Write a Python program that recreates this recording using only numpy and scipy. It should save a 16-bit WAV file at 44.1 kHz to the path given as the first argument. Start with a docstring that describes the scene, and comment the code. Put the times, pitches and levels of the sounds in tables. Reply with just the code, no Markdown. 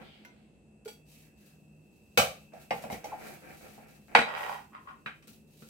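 """A filled glass dish in cling film is turned over onto a ceramic serving tray in a small kitchen.
Each impact excites the damped modes of dish and tray; lighter touches make them and a bowl clink.
Stick-slip friction does the rest: the film rustles, hands swish and squeak, the dish rubs,
and the tray, once set down, scrapes over the counter as it is pushed into place.
An appliance hums and whines behind it all."""
import sys
import numpy as np
from scipy import signal
from scipy.fft import rfft, irfft, next_fast_len
from scipy.io import wavfile
from scipy.ndimage import uniform_filter1d

SR = 44100
rng = np.random.default_rng(int(sys.argv[2]) if len(sys.argv) > 2 else 0)


def dump(signal):
    """Clip the signal to [-1, 1] and save it as 16-bit WAV at the path in sys.argv[1]."""
    limited = np.clip(np.atleast_2d(signal).T, -1, 1)
    pcm = np.round(limited * 32767).astype(np.int16)
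    wavfile.write(sys.argv[1], SR, pcm)


N = 251255
TIME = np.arange(N) / SR
FFT_SIZE = next_fast_len(N, real=True)

# Modes of the filled glass dish. Each row: frequency in Hz, relative level in dB.
DISH_MODES = [(69.6, -18.5), (137.6, -7.5), (204.3, -9), (510, 3.5), (650, 1), (738, 5.5), (795, 2.5),
              (1168, 3), (1350, 9.5), (1577, 0.5), (2256, -1), (2360, -1), (2532, 9.5), (2985, 3),
              (3110, -4.5), (3765, -3), (4050, -8), (4710, -4.5), (5560, 0), (6350, -8.5), (6508, -3),
              (7860, -4.5), (8200, 0), (10890, -10.5), (12060, -9.5)]
# Noise spectrum of the dish's knocks and of all clinks. Each row: frequency in Hz, relative level in dB.
IMPACT_SPECTRUM = [(50, -16.5), (170, -7.5), (330, -17.5), (580, 1.5), (950, -9.5), (1300, -10.5),
                   (2500, -3.5), (3500, -9.5), (5500, -16.5), (9000, -20.5), (12500, -20), (15500, -20.5)]


def undb(db):
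    """Amplitude ratio for a level in decibels."""
    return 10 ** (np.asarray(db) / 20)


def unit(x):
    """Normalisation to an rms of 1."""
    return x / np.sqrt(np.mean(x ** 2) + 1e-30)


def fade(t, t60):
    """Exponential decay, 60 dB down at t60 seconds."""
    return np.exp(-np.log(1000) * t / t60)


def curve(points):
    """Linear interpolation in time between (seconds, value) points."""
    return np.interp(TIME, *np.transpose(points))


def freqs(size):
    """Bin frequencies in Hz of a transform of this size, at least 1 Hz."""
    return np.maximum(np.fft.rfftfreq(size, 1 / SR), 1)


def peak(offset, width):
    """Lorentzian resonance curve, with its full width at half height."""
    return 1 / (1 + (2 * offset / width) ** 2)


def colour(x, spectrum):
    """Spectral shaping by (Hz, dB) points joined on a logarithmic frequency axis."""
    hz, db = np.transpose(spectrum)
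    size = next_fast_len(x.shape[-1], real=True)
    gain = undb(np.interp(np.log(freqs(size)), np.log(hz), db))
    return irfft(rfft(x, size) * gain, size)[..., :x.shape[-1]]


def pan(db):
    """Stereo gains for a level difference of left over right."""
    return undb(np.array([[db], [-db]]) / 2)


def diffuse(size, coherent_below_hz=620):
    """A diffuse noise field at two nearby points: coherent in the bass, independent above."""
    mid, side = rng.standard_normal((2, next_fast_len(size, real=True)))
    coherence = .93 / (1 + (freqs(len(mid)) / coherent_below_hz) ** 4)
    common = rfft(mid) * np.sqrt(1 + coherence)
    opposed = np.array([[1], [-1]]) * rfft(side) * np.sqrt(1 - coherence)
    return unit(irfft(common + opposed, len(mid))[:, :size])


def kitchen(x, wet_db=0, room_db=3.5, t60=0.3):
    """Reverberation: direct sound, then dense reflections from counter, cupboards and tiles."""
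    t, wet = TIME[:SR // 2], undb(room_db + wet_db)
    response = diffuse(len(t)) * fade(t, t60) * (1 - np.exp(-t / 0.0019))
    response *= wet / np.sqrt(np.sum(response ** 2) / 2)
    response[:, 0] += 1  # direct path
    return signal.fftconvolve(np.atleast_2d(x), response, axes=1)[:, :x.shape[-1]] / np.hypot(1, wet)


def resonate(x, modes, lift_db, width_hz=22, width_share=0.015):
    """Forced response: a body favours frequencies near its modes; high modes are broader."""
    f = freqs(x.shape[-1])
    nearness = sum(peak(f - hz, 2 * (width_hz + width_share * hz)) ** 2 for hz, _ in modes)
    return irfft(rfft(x) * undb(lift_db * np.minimum(nearness, 1.2)), x.shape[-1])


def tones(modes, t60, split=0.0036):
    """Free vibration: each mode decays as a beating pair, slightly detuned with every grip."""
    t = TIME[:SR // 2]
    out = 0
    for hz, db in modes:
        phase = rng.uniform(0, 2 * np.pi, (2, 1, 1))
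        # short waves reach the two sides out of step
        phase = phase + min(hz / 1100, .8) * rng.choice([-1, 1]) * np.array([[1], [-1]])
        pair_hz = hz * (1 + split * rng.uniform(-1, 1, (2, 1, 1)))
        main, twin = np.sin(2 * np.pi * pair_hz * t + phase)
        out = out + undb(db) * fade(t, t60) * (main + .5 * twin)
    return out


def friction(slips_per_s, spread_db):
    """Friction as shot noise: tiny slips of uneven strength at random moments."""
    slips = rng.random(FFT_SIZE) < slips_per_s / SR
    strength = undb(spread_db * np.minimum(rng.exponential(size=FFT_SIZE), 4))
    return unit(slips * strength * diffuse(FFT_SIZE))


def judder(pitch_hz, width_hz, slips_per_s):
    """Amplitude modulation: each slip rings briefly at a moving pitch."""
    lowpass = signal.butter(2, width_hz / 2, fs=SR, output="sos")
    slips = signal.sosfilt(lowpass, friction(slips_per_s, spread_db=1.0))
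    return unit(slips[:, :N] * np.sin(2 * np.pi * np.cumsum(pitch_hz) / SR))


def flutter(depth_db, samples):
    """Gain that wavers with quick random changes of contact pressure."""
    return undb(depth_db * unit(uniform_filter1d(rng.standard_normal(N), samples)))


def stroke(start, length, skew=1, taper=1):
    """Speed of a hand that accelerates and comes to rest; a skew under 1 makes it peak early."""
    progress = np.clip((TIME - start) / length, 0, 1)
    moving = (progress > 0) & (progress < 1)
    speed = np.zeros(N)
    speed[moving] = np.sin(np.pi * progress[moving] ** skew) ** taper
    return speed


def strokes(rows, skew, taper):
    """Envelope of a series of movements: friction noise follows sliding speed."""
    return sum(undb(db) * stroke(start, length, skew, taper) for start, length, db, *_ in rows)


def room_air(level_db=-62.5):
    """Ambient noise: a steady diffuse field, strongest in the bass."""
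    # Each row: frequency in Hz, relative spectral density in dB.
    air_spectrum = [(25, -39), (55, -8.5), (120, -10), (190, -7.5), (370, -12), (750, -21.5), (1100, -33),
                    (1800, -35), (3300, -43.5), (5900, -43.5), (8200, -36), (10000, -44), (12000, -48),
                    (16000, -61)]
    return unit(colour(diffuse(N), air_spectrum)) * undb(level_db)


def appliance():
    """Noise-driven resonances hum and hiss; closely spaced partials beat in a whine."""
    # Each row: frequency in Hz, level in dB, bandwidth in Hz.
    resonances = [(62.5, -78, 8.1), (153.1, -66.5, 3.5), (213.6, -65, 22), (2620, -81.5, 130),
                  (7930, -88, 90)]
    # Each row: frequency in Hz, level in dB before the swell.
    partials = [(2578, -81.5), (2627, -81.5), (2676, -95.5), (2724, -80.5), (2772, -93.5)]
    # Swell of hiss and whine. Each row: time in seconds, gain in dB.
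    swell = [(0, -7), (.6, -2), (1.1, 2.5), (1.9, 2), (2.5, 6.5), (5.7, -2)]
    noise, f = rfft(diffuse(FFT_SIZE)), freqs(FFT_SIZE)
    bands = noise * sum(undb(db) * unit(peak(f - hz, width)) for hz, db, width in resonances)
    hum, hiss = (irfft(bands * part, FFT_SIZE)[:, :N] for part in (f < 1000, f >= 1000))
    whine = sum(undb(db) * np.sqrt(2) * np.sin(2 * np.pi * hz * TIME + rng.uniform(0, np.pi, (2, 1)))
                for hz, db in partials)
    return hum + (hiss + whine) * undb(curve(swell))


def hand_brush(level_db=-58, attack_s=0.01, t60=1.5):
    """Dry friction: as a hand brushes past, dense slips merge into a swish that dies away."""
    # Each row: frequency in Hz, relative level in dB.
    skin_spectrum = [(900, -43), (2200, 2), (3100, -1.5), (4600, -7), (6000, -22), (10000, -27)]
    swish = unit(colour(friction(slips_per_s=5200, spread_db=5.0), skin_spectrum)[:, :N])
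    return kitchen(swish * undb(level_db) * (1 - np.exp(-TIME / attack_s)) * fade(TIME, t60))


def palm_sweeps():
    """Band-limited friction noise falls in pitch as each palm slides over the back of the tray."""
    # Each row: start and length in seconds, level in dB, first and last pitch in Hz.
    sweeps = [(0.02, 0.18, -62, 3600, 2840), (1.1, 0.23, -71, 2700, 1616), (1.36, .2, -72.5, 1887, 1472)]
    pitch_hz = curve([point for start, length, _, first_hz, last_hz in sweeps
                      for point in ((start, first_hz), (start + length, last_hz))])
    swish = judder(pitch_hz, width_hz=690, slips_per_s=3500)
    return kitchen(swish * strokes(sweeps, skew=0.92, taper=0.61))


def film_rustle(held_db=-71, fold_rise_s=0.0039, fold_t60=0.067):
    """Friction and buckling: cling film rustles under the fingers and crackles as folds give way."""
    # Each row: frequency in Hz, relative level in dB.
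    film_spectrum = [(500, -5), (1500, -10), (2500, 1.5), (3500, -0.5), (5000, -1), (6100, -1.5),
                     (7000, -2.5), (8200, -1), (9700, -4), (12100, 0.5), (13500, -3.5), (15500, -3.5)]
    # Fingers dragging over the film. Each row: start and length in seconds, level in dB.
    drags = [(1.05, 0.25, -60), (1.35, 0.23, -65), (2.38, 0.079, -62.5), (2.54, 0.13, -58),
             (2.71, 0.1, -51), (2.812, 0.031, -46), (2.895, 0.06, -46), (3.04, 0.17, -59.5),
             (3.17, 0.25, -53), (3.39, 0.41, -61.5), (3.6, 0.26, -63), (3.87, 0.11, -60),
             (4.05, 0.14, -64.5), (4.3, 0.36, -53.5), (5.46, 0.86, -58)]
    # Each row: start in seconds, level in dB.
    crinkles = [(0.848, -45), (0.879, -40), (3.04, -39), (3.622, -49), (5.27, -42), (5.327, -50.5),
                (5.535, -47)]
    crackle = unit(colour(friction(slips_per_s=1300, spread_db=3.8), film_spectrum)[:, :N])
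    folds = sum(undb(db) * np.clip((TIME - s) / fold_rise_s, 0, 1) * fade(np.abs(TIME - s), fold_t60)
                for s, db in crinkles)
    held = undb(held_db) * stroke(start=0.89, length=5.4)  # a faint stir while the dish is held
    envelope = np.sqrt(strokes(drags, skew=0.66, taper=0.99) ** 2 + folds ** 2 + held ** 2)
    return kitchen(crackle * envelope * flutter(2.3, samples=500), wet_db=3.0) * pan(-0.61)


def squeaks(settle_s=0.00594, roughness=0.097):
    """Stick-slip oscillation of damp skin and film on the glaze; the pitch falls as the slip slows."""
    # Each row: start and length in seconds, first and settled pitch in Hz, level in dB.
    slips = [(0.857, 0.02, 475, 460, -33.5), (3.117, 0.039, 1274, 754, -32)]
    out = np.zeros(N)
    for s, length, first_hz, settled_hz, db in slips:
        t, start = TIME[:int(length * SR)], int(s * SR)
        waver = unit(uniform_filter1d(rng.standard_normal(len(t)), size=60))
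        glide_hz = settled_hz + (first_hz - settled_hz) * np.exp(-t / settle_s)
        phase = 2 * np.pi * np.cumsum(glide_hz * (1 + roughness * waver)) / SR
        swell = np.sin(np.pi * (t / length) ** 0.91)
        out[start:start + len(t)] += undb(db) * swell * (np.sin(phase) + undb(-31) * np.sin(2 * phase))
    return kitchen(out, wet_db=-8.5)


def dish_rub():
    """Forced vibration: friction of the wrapped dish and the hand on the tray drives the dish's modes."""
    # Each row: frequency in Hz, relative level in dB.
    rub_spectrum = [(80, -5), (220, 3.5), (350, 3.5), (750, 2), (1050, -7), (1400, -4), (2300, -4),
                    (3200, -22), (4500, -28), (7000, -29)]
    # Each row: start and length in seconds, level in dB.
    rubs = [(-.04, 0.075, -44), (.02, 0.44, -63.5), (2.52, 0.14, -55.5), (2.75, 0.31, -51.5),
            (3.03, 0.25, -48.5), (3.205, 0.18, -46.5), (3.42, 0.15, -48), (3.6, .11, -50.5),
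            (3.7, 0.31, -57.5), (4.08, 0.19, -51.5)]
    drive = colour(friction(slips_per_s=1300, spread_db=-1.5), rub_spectrum)
    body = unit(resonate(drive, DISH_MODES, lift_db=4.5)[:, :N])
    return kitchen(body * strokes(rubs, skew=0.5, taper=0.63)) * pan(-1.0)


def clinks(modes, touches, t60, tick_db, wet_db, tick_t60=0.075):
    """Light impacts: a tick and a few clear modes, weighted by the point of contact."""
    t = TIME[:SR // 2]
    out = np.zeros((2, N))
    for s, db, favoured_hz, boost_db in touches:
        struck = [(hz, level + boost_db * peak(hz / favoured_hz - 1, 0.2)) for hz, level in modes]
        ringing = unit(tones(struck, t60))
        tick = unit(colour(diffuse(len(t)), IMPACT_SPECTRUM) * fade(t, tick_t60))
        clink = ringing + undb(tick_db) * tick
        start = int(s * SR)
        out[:, start:start + len(t)] += clink / clink[:, :SR // 30].std() * undb(db)
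    return kitchen(out, wet_db)


def tableware():
    """Modal ringing of a grazed glass bowl, the lifted tray and the dish seated on the tray."""
    # Each row: frequency in Hz, relative level in dB.
    bowl_modes = [(980, -2), (1480, 2.5), (2099, 1.5), (5700, -11), (6465, -13)]
    free_tray_modes = [(850, -1.5), (1440, 0), (2320, -1.5), (3320, -1), (4570, -3), (5800, -7),
                       (8000, -1.5)]
    seated_dish_modes = [(1950, 3), (2130, 11), (2240, 6.5), (2480, -8), (2830, 1), (3860, -21),
                         (4715, -2.5), (4870, -4), (5518, -6), (5955, -9), (7860, -7.5)]
    # Each row: start in seconds, level in dB, favoured frequency in Hz, its boost in dB.
    bowl_touches = [(.249, -53, 2099, 1.5)]
    free_tray_touches = [(0.857, -58, 1440, 5), (0.878, -51.5, 850, 3), (0.8834, -50.5, 4570, 4)]  # as the tray is lifted and lowered onto the dish
    seated_dish_taps = [(2.7074, -37, 2830, 3.5), (2.901, -50, 4715, -6), (2.926, -48, 5955, 9),
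                        (3.0425, -51, 5955, 21)]  # as the dish rocks
    return (clinks(bowl_modes, bowl_touches, t60=0.24, tick_db=-4.0, wet_db=-14.0)
            + clinks(free_tray_modes, free_tray_touches, t60=0.12, tick_db=-4.5, wet_db=-10.5)
            + clinks(seated_dish_modes, seated_dish_taps, t60=0.12, tick_db=-12.5, wet_db=-12.0))


def scrape_pitch(pushes, rise_hz_per_s=325):
    """Linear glide: within each push the scrape climbs from its starting pitch."""
    pitch_hz = np.full(N, float(pushes[0][3]))
    for start, _, _, hz in pushes:
        pitch_hz = np.where(TIME > start, hz + rise_hz_per_s * np.minimum(TIME - start, .5), pitch_hz)
    return pitch_hz


def through_foot(x, width_hz=80):
    """Resonant filtering: scraping enters the tray where its foot presses on the counter."""
    # Each row: frequency in Hz, boost in dB.
    resonances = [(835, 4.5), (1030, 2.5), (1430, 9), (1915, 11.5), (2400, 7.5), (3110, 6), (3830, 12),
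                  (4900, 18.5)]
    lift_db = sum(db * peak(freqs(FFT_SIZE) - hz, width_hz) for hz, db in resonances)
    return unit(irfft(rfft(x, FFT_SIZE) * undb(lift_db), FFT_SIZE)[:, :N])


def tray_slide(chirp_db=2.0):
    """Stick-slip friction: the tray grinds over the counter, then two nudges swell to gritty chirps."""
    # Each row: frequency in Hz, relative level in dB.
    grit_spectrum = [(150, -40), (400, -4.5), (700, -0.5), (1000, 0.5), (1450, -2), (1900, -3.5),
                     (2400, -5), (3150, -8.5), (3550, -16.5), (4250, -21), (4900, -26), (6200, -29.5),
                     (12000, -37)]
    # Each row: start and length in seconds, level in dB, starting pitch in Hz.
    pushes = [(4.245, 0.35, -36.5, 813), (4.312, 0.041, -40.5, 850), (4.372, 0.051, -43, 800),
              (4.415, 0.049, -41, 850), (4.488, 0.038, -38.5, 902.5), (4.585, 0.031, -49, 917)]
    nudges = [(4.712, 0.071, -43.5, 1120), (4.84, 0.074, -42, 1080)]
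    grit = unit(colour(friction(slips_per_s=420, spread_db=3.6), grit_spectrum)[:, :N])
    scrape = through_foot(grit + judder(scrape_pitch(pushes), width_hz=310, slips_per_s=630))
    dull_grit = signal.lfilter(*signal.butter(1, 2300, fs=SR), grit)
    light_grit = unit(signal.sosfilt(signal.butter(2, 850, "highpass", fs=SR, output="sos"), dull_grit))
    chatter = judder(scrape_pitch(nudges), width_hz=250, slips_per_s=900)
    chirp = through_foot(light_grit + undb(chirp_db) * chatter)
    moves = scrape * strokes(pushes, skew=0.67, taper=0.65)
    moves += chirp * strokes(nudges, skew=1.96, taper=1.2)
    return kitchen(moves * flutter(2.7, samples=300), wet_db=-1.5)


def ring(modes, spectrum, t60, weak_db, crack_db, crack_t60, snap_db, spacing_hz=40):
    """Impulse response of a body: a snap, a noisy crack, clear modes and a crowd of weaker ones."""
    t = TIME[:SR // 2]
    noise, f = rfft(diffuse(len(t))), freqs(len(t))
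    present = rng.random(len(f)) < SR / len(t) / spacing_hz  # weak modes lie at random frequencies
    weak = colour(irfft(noise * present * (f > 400), len(t)), spectrum) * fade(t, t60=0.27)
    burst = colour(diffuse(len(t)), spectrum)
    burst = resonate(burst, modes, lift_db=7.0, width_hz=69.0, width_share=0.022)
    crack = burst * (fade(t, crack_t60) + undb(snap_db) * fade(t, t60=0.011))
    attack = 1 - np.exp(-t / .0005)
    return unit(unit(tones(modes, t60)) + undb(weak_db) * unit(weak) + undb(crack_db) * unit(crack)) * attack


def knocks(trim_db=-4.5):
    """Impacts excite dish and tray; weight and hardness of contact set the level of four registers."""
    # Each row: start in seconds, relative levels of thud, body, clink and edge in dB, frequency
    # favoured by the point of contact in Hz, its boost in dB, the tray's share of the ring from 0 to 1.
    impacts = [(0.006, -49.5, -55, -70, -72, 980, 14, 0.57), (2.174, -28.5, -18, -16, -19.5, 1213, 1, 0.1),
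               (2.534, -87, -44, -68, -63, 726, 4, 0), (2.707, -39.5, -24.5, -34.5, -62, 790, -6, 0.74),
               (2.838, -43.5, -36, -49, -63, 590, 6, 0.58), (2.8992, -45, -34, -52, -60, 755, -9, 0.62),
               (2.924, -37, -40, -46.5, -55, 3800, 3, 0.77), (2.942, -42, -42.5, -45, -62, 2070, 21, 0.8),
               (3.042, -80, -35.5, -52.5, -57, 810, 3, 0.5), (3.776, -52, -49, -66, -79, 785, 1, 0.6),
               (4.148, -49.5, -27, -46, -54.5, 790, 7, 0.96),
               (4.1501, -35.5, -14, -11.5, -29, 4700, -2.5, 0.95),
               (4.189, -30, -34, -24.5, -35, 2300, 0, 0.99), (4.215, -40, -30.5, -29.5, -44, 3890, 3, 0.94),
               (5.0602, -49, -49, -33, -58, 1600, 4.5, 0.64),
               (5.224, -70, -81.5, -60, -63.5, 2046, -13, 0.3),
               (5.276, -53.5, -72, -62.5, -80, 1460, 13, 0.38),
               (5.622, -46.5, -73.5, -56.5, -62, 1396, 7.5, 0.76)]
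    # Thud, body, clink and edge. Each row: lower and upper limit in Hz.
    bands_hz = [(45, 283), (470, 930), (1120, 3620), (3600, 16000)]
    # Modes and impact noise of the ceramic tray. Each row: frequency in Hz, relative level in dB.
    tray_modes = [(221.8, 4), (471.6, 3), (715, 7), (781.5, 4.5), (837, 0.5), (1068, 2), (1440, -3.5),
                  (1915, -12), (2250, 3.5), (2423, 10.5), (2650, -0.5), (3100, -11), (3890, 5.5),
                  (4605, -4.5), (5750, -18.5), (8080, -17.5)]
    tray_spectrum = [(50, -41.5), (115, -21.5), (210, -15), (320, -9.5), (480, -5), (800, -3), (1050, -4.5),
                     (1700, -3), (2450, -8), (3100, -12), (4500, -19), (6000, -23.5), (8500, -24.5),
                     (15000, -49.5)]
    out = np.zeros((2, N + SR))
    registers = [signal.butter(3, band, "bandpass", fs=SR, output="sos") for band in bands_hz]
    for s, *levels_db, favoured_hz, boost_db, tray_share in impacts:
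        harsh_db = 0.077 * max(levels_db)  # hard blows crack, light touches ring more purely
        dish = ring(DISH_MODES, IMPACT_SPECTRUM, t60=0.24, weak_db=-1.5,
                    crack_db=1.5 + harsh_db, crack_t60=0.34, snap_db=1.0)
        tray = ring(tray_modes, tray_spectrum, t60=0.23, weak_db=-0.5,
                    crack_db=9.0 + harsh_db, crack_t60=0.22, snap_db=10.5)
        blow = np.sqrt(1 - tray_share) * dish + np.sqrt(tray_share) * tray
        # modes with an antinode at the point of contact ring louder
        blow += undb(boost_db) * signal.lfilter(*signal.iirpeak(favoured_hz, 10, fs=SR), blow)
        start = int(s * SR)
        for bandpass, db in zip(registers, levels_db):
            part = signal.sosfilt(bandpass, blow)
            out[:, start:start + part.shape[1]] += part / part[:, :SR // 30].std() * undb(db + trim_db)
    return out[:, :N]


def scene():
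    """Superposition of all sources in stereo."""
    impacts = tableware() + knocks()
    rubbing = squeaks() + film_rustle() + dish_rub() + hand_brush() + palm_sweeps() + tray_slide()
    return impacts + rubbing + room_air() + appliance()


def record(dry):
    """Clipping at full scale, then a steep low-pass that limits the bandwidth."""
    lowpass = signal.ellip(10, .2, 80, 15850, fs=SR, output="sos")
    return signal.sosfilt(lowpass, np.clip(dry, -1, 1))


dry = scene()
out = record(dry)
dump(out)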